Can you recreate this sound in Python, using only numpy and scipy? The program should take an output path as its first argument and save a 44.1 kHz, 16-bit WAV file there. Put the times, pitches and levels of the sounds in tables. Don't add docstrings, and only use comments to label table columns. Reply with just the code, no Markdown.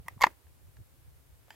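import sys
import numpy as np
from scipy import signal
from scipy.fft import rfft, irfft, next_fast_len
from scipy.io import wavfile

SR = 44100
rng = np.random.default_rng(int(sys.argv[2]) if len(sys.argv) > 2 else 0)


def unload_audio(sound):
    columns = np.transpose(np.atleast_2d(sound))
    steps = np.round(np.clip(columns, -1, 1) * 32767)
    wavfile.write(sys.argv[1], SR, steps.astype(np.int16))


N = 68355

# (frequency [Hz], level [dB], t60 [s])
TIN = [(595, -28, 0.028), (899, -2.5, 0.023), (1075, -3.5, 0.0097), (1413, -16.5, 0.049), (1541, -25, 0.01),
       (1760, -5, 0.017), (2001, -7, 0.026), (2371, -13, 0.025), (2685, -15.5, 0.018), (3364, -18.5, 0.02),
       (4540, -16, .02), (5580, -27.5, 0.012), (6467, -28, 0.0074), (6930, -32.5, 0.0089)]
SHUT = [(680.7, -9.5, 0.014), (937, -6, 0.082), (1160, -8, .03), (1929.6, -0.5, .034), (2524, -15, .025),
        (3362, -21, 0.026), (5370, -9, 0.0076), (7380, -12, 0.012)]
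LID = [(584, -7, 0.008), (891, -1, 0.031), (1509, -4.5, 0.037), (1750.6, -0.5, 0.026), (2227, -1.5, 0.0094),
       (2621, -10, 0.024), (3090, -4.5, 0.019), (4738, -10.5, 0.016), (7230, -10.5, .014)]
# (time [s], modes, level [dB], tilt [dB/oct], grip pitch [ratio], choke time [s],
# rise [s], relative crack level [dB])
RIM_CONTACTS = [(0.0596, SHUT, -57, 0.5, 1.06, .005, .0016, 0),
                (0.0827, SHUT, -28, 0, 1.018, 0.0049, 0.00066, -13),
                (0.178, TIN, -50.5, -12.5, 1.18, 0.0076, .0012, -15),
                (0.192, TIN, -50, -14, 0.98, 0.011, 0.0006, -10),
                (0.2099, TIN, -22, -9, 1.06, 0.0041, 0.00027, -8.5),
                (0.2349, TIN, -20, 3.5, 0.89, 0.0043, 0.00056, 1),
                (.2370, TIN, -18.5, 6, 1.05, 0.0037, .0004, -7),
                (0.2392, TIN, 1.5, -4.5, 1.03, 0.0047, .0014, -18),
                (0.2463, TIN, -28, 2.5, 1.06, 0.0048, .0007, 0.5),
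                (.2660, TIN, -30, -21.5, 0.92, .004, .0005, 2.5),
                (0.2679, TIN, -16, -8, 1.04, .008, .0007, -16),
                (.4680, LID, -62.5, -1, 1.014, 0.0064, 0.0006, -16),
                (0.768, LID, -58, 1, 0.93, 0.0074, 0.00091, 6.5),
                (1.482, LID, -53.5, -11, 0.82, 0.0023, .0003, -3),
                (1.5050, LID, -41.5, 0, 1, 0.0076, 0.00016, -3.5)]
# (time [s], level [dB])
EDGE_TICKS = [(.0829, -35.5), (.2095, -40.5), (0.219, -34), (.2385, -33), (1.5052, -56)]
# (time [s], modes, length [s], level [dB], start tilt [dB/oct],
# end tilt [dB/oct], slip rate [Hz], unevenness [0-1], relative grit level [dB])
RIM_SCRAPES = [(0.064, SHUT, .018, -60.5, -11, -13.5, 1000, 0.14, -31),
               (0.2028, TIN, .006, -46, -15.5, 0.5, 1103, 0.14, -17),
               (0.2149, TIN, 0.011, -23.5, -6.5, 5, 1084, .085, -11),
               (.229, TIN, 0.0068, -39, 1.5, -1.5, 1097, 0.13, -10.5),
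               (0.247, TIN, .007, -39.5, -1.5, -0.5, 1002, 0.27, -10.5),
               (0.255, TIN, 0.013, -47, 1, 0, 1009, .4, -9),
               (.272, TIN, 0.01, -50.5, -2, -2, 1050, .4, -11.5),
               (1.509, LID, 0.044, -64.5, 3.5, 1, 906, 0.49, -7.5)]
# (time [s], level [dB], pitch [Hz], half-width [s])
HAND_BUMPS = [(.061, -55, 152, 0.0058), (.171, -45, 115, 0.0059), (0.224, -43, 595, 0.00303),
              (0.2392, -30.5, 480, .002), (0.242, -42, 220, .003), (0.2664, -34.5, 301.6, .002),
              (.278, -43, 364, .003), (0.801, -48.5, 113, .012)]
# (time [s], level [dB], half-width [s])
FINGER_RUBS = [(0.102, -62.5, 0.031), (0.292, -58, 0.023), (1.53, -66.5, 0.049)]
# (frequency [Hz], relative level [dB])
CRACK_SPECTRUM = [(300, -12), (1000, -4), (2500, 3), (5000, -2.5), (7000, -5), (9000, -16.5), (13000, -10),
                  (16000, -17.5)]
TICK_SPECTRUM = [(3000, -21), (7000, -6.5), (9000, -5.5), (10500, 1.5), (13500, 1), (15500, -7.5)]
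GRIT_SPECTRUM = [(300, -9.5), (1000, -2.5), (2500, -3), (3900, -8.5), (4700, -1), (5600, -6), (6700, -0.5),
                 (9000, -18), (13000, -4.5), (16000, -17)]
RUSTLE_SPECTRUM = [(40, -5), (150, -1), (300, -2), (600, -16.5), (1500, -45.5), (4000, -78.5)]
SKIN_SPECTRUM = [(200, -1), (500, 2), (1200, -4), (2200, -5), (4000, -14.5), (8000, -17.5), (15000, -15.5)]
RUMBLE_SPECTRUM = [(20, -20), (40, -7), (70, 5), (110, -0.5), (150, -8), (220, -30.5), (400, -28),
                   (1000, -45.5), (3000, -82)]
HISS_SPECTRUM = [(120, -29), (250, -3), (550, -6.5), (1200, -11.5), (3000, -15.5), (6000, -18.5),
                 (9000, -15), (14000, -13.5), (16000, -19)]
# (frequency [Hz], relative level [dB])
SCATTER_SPECTRUM = [(150, -4.5), (500, 3), (900, -7.5), (1400, 1), (2400, 3), (4000, -8), (13000, -5)]
TREE_SPECTRUM = [(100, 5.5), (350, 10.5), (1000, -6), (2200, -1), (6000, 4.5), (15000, 5.5)]
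# (time [s], relative level [dB])
RUMBLE_ENVELOPE = [(0.0, -40.5), (0.03, -66), (0.137, -57.5), (0.176, -58.5), (0.198, -64), (0.232, -55.5),
                   (0.426, -73), (0.46, -60.5), (0.577, -65), (0.694, -58.5), (0.728, -65.5), (0.808, -53),
                   (0.84, -66.5), (1.0, -60), (1.19, -62.5), (1.242, -66.5), (1.324, -61), (1.466, -67),
                   (1.55, -67.5)]
# (frequency [Hz], relative side level [dB])
HISS_WIDTH = [(60, 1.5), (130, 1), (290, -2.5), (640, 0.5), (1410, 1.5), (3100, 0.5), (6820, -0.5),
              (15000, -33)]

MODE_DETUNE, MODE_SPREAD_DB, CHOKE_STEEPNESS = 0.02, 1, 5.93
CRACK_T60_S, TICK_T60_S = 0.018, 0.0085
SLIP_SCATTER_DB, SCRAPE_RISE_S, SCRAPE_FALL_S = 1.53, 0.001794, 0.0021
RUSTLE_DB, RUMBLE_GAIN_DB, HISS_DB = -12.5, 4, -67
SCATTER_DB, TREE_DB, LEFT_LAG_S = -15, -34, 12e-6
PEAK_LIMIT, TOP_HZ = 0.86, 16000


def amp(db):
    return 10 ** (np.asarray(db) / 20)


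def along(points, hz):
    point_hz, values = np.transpose(points)
    return np.interp(np.log(hz + 1), np.log(point_hz), values)


def filtered(x, response):
    size = x.shape[-1]
    padded = next_fast_len(size + 8192)
    return irfft(rfft(x, padded) * response(np.fft.rfftfreq(padded, 1 / SR)), padded)[..., :size]


def noise(spectrum, size, side_db, width=((1000, 0),)):
    def gains(hz):
        mid_db = along(spectrum, hz)
        return amp([mid_db, mid_db + along(width, hz) + side_db])
    mid, side = filtered(rng.standard_normal((2, size)), gains)
    stereo = np.array([mid + side, mid - side])
    return stereo / np.sqrt(np.mean(stereo ** 2) + 1e-20)


def swell(peak_s, half_width_s):
    return np.exp(-((np.arange(N) / SR - peak_s) / half_width_s) ** 2 / 2)


def add(track, start_s, sound):
    part = track[:, round(start_s * SR):][:, :sound.shape[-1]]
    part += sound[..., :part.shape[-1]]


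def tin_ring(t, modes, tilt_db_oct, pitch, choke_s):
    hz, db, t60_s = np.transpose(modes)[:, :, None]
    octaves = np.log2(hz / 1000)
    hz = hz * pitch * np.exp(MODE_DETUNE * rng.standard_normal(hz.shape))
    partials = amp(db + tilt_db_oct * octaves - 60 * t / t60_s) * np.sin(2 * np.pi * hz * t)
    choke = 1 / (1 + (t / choke_s) ** CHOKE_STEEPNESS)
    gains = amp(MODE_SPREAD_DB * rng.standard_normal((2, len(modes))))
    polarity = (-1) ** np.arange(len(modes))
    return (gains * polarity) @ (partials * choke)


def lid_clicks():
    out, t = np.zeros((2, N)), np.arange(SR // 10) / SR
    for start_s, modes, db, tilt_db_oct, pitch, choke_s, rise_s, crack_db in RIM_CONTACTS:
        crack = amp(crack_db - 60 * t / CRACK_T60_S) * noise(CRACK_SPECTRUM, len(t), side_db=-6) / 2
        ring = tin_ring(t, modes, tilt_db_oct, pitch, choke_s)
        attack = 1 - np.exp(-(t / rise_s) ** 2)
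        add(out, start_s, amp(db) * attack * (ring + crack))
    return out


def edge_ticks():
    out, t = np.zeros((2, N)), np.arange(SR // 20) / SR
    for start_s, db in EDGE_TICKS:
        add(out, start_s, amp(db - 60 * t / TICK_T60_S) * noise(TICK_SPECTRUM, len(t), side_db=-4.5))
    return out


def rim_scrapes():
    out, t = np.zeros((2, N)), np.arange(SR // 10) / SR
    for start_s, modes, length_s, db, start_db_oct, end_db_oct, slip_hz, uneven, grit_db in RIM_SCRAPES:
        gaps, sizes = rng.standard_normal((2, 64))
        slip_s = np.cumsum(np.exp(uneven * gaps)) / slip_hz
        slip_samples = ((slip_s - slip_s[0]) * SR).astype(int)
        slips = np.bincount(slip_samples, amp(SLIP_SCATTER_DB * sizes), len(t))[:len(t)]
        travel = np.minimum(t / length_s, 1)
        metal = 0
        for tilt_db_oct, share in (start_db_oct, 1 - travel), (end_db_oct, travel):
            ring = tin_ring(t, modes, tilt_db_oct, pitch=1.04, choke_s=0.0026)
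            driven = signal.fftconvolve(ring, slips[None], axes=1)[:, :len(t)]
            metal += share * driven / np.sqrt(np.mean(driven[:, t < length_s] ** 2))
        grit = amp(grit_db) * noise(GRIT_SPECTRUM, len(t), side_db=-5.5)
        attack = np.minimum(t / SCRAPE_RISE_S, 1)
        release = np.exp(-np.maximum(t - length_s, 0) / SCRAPE_FALL_S)
        add(out, start_s, amp(db) * attack * release * (metal + grit))
    return out


def hand_bumps():
    t = np.arange(N) / SR
    rustle = amp(RUSTLE_DB) * noise(RUSTLE_SPECTRUM, N, side_db=-3.5)
    return sum(amp(db) * swell(peak_s, half_width_s) * (np.sin(2 * np.pi * hz * (t - peak_s)) + rustle)
               for peak_s, db, hz, half_width_s in HAND_BUMPS)


def finger_rubs():
    envelope = sum(amp(db) * swell(peak_s, half_width_s) for peak_s, db, half_width_s in FINGER_RUBS)
    return envelope * noise(SKIN_SPECTRUM, N, side_db=-3)


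def echo(x, spectrum, t60_s):
    t = np.arange(SR // 2) / SR
    attack = 1 - np.exp(-t / 0.001)
    tail = noise(spectrum, len(t), side_db=0) * amp(-60 * t / t60_s) * attack
    return signal.fftconvolve(x, tail / np.linalg.norm(tail[0]), axes=1)[:, :N]


def open_air():
    rumble_db = RUMBLE_GAIN_DB + np.interp(np.arange(N) / SR, *np.transpose(RUMBLE_ENVELOPE))
    rumble = amp(rumble_db) * noise(RUMBLE_SPECTRUM, N, side_db=0.5)
    hiss = amp(HISS_DB) * noise(HISS_SPECTRUM, N, side_db=-1, width=HISS_WIDTH)
    return rumble + hiss


def scene():
    tin = lid_clicks() + edge_ticks() + rim_scrapes() + hand_bumps()
    delay_s = np.array([[0.5], [-0.5]]) * LEFT_LAG_S
    tin = filtered(tin, lambda hz: np.exp(-2j * np.pi * hz * delay_s))
    scatter = amp(SCATTER_DB) * echo(tin, SCATTER_SPECTRUM, t60_s=0.043)
    trees = amp(TREE_DB) * echo(tin, TREE_SPECTRUM, t60_s=0.45)
    return tin + scatter + trees + finger_rubs() + open_air()


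def record(dry):
    rounded = dry / (1 + np.abs(dry / PEAK_LIMIT) ** 8) ** (1 / 8)
    return filtered(rounded, lambda hz: hz < TOP_HZ)


dry = scene()
out = record(dry)
unload_audio(out)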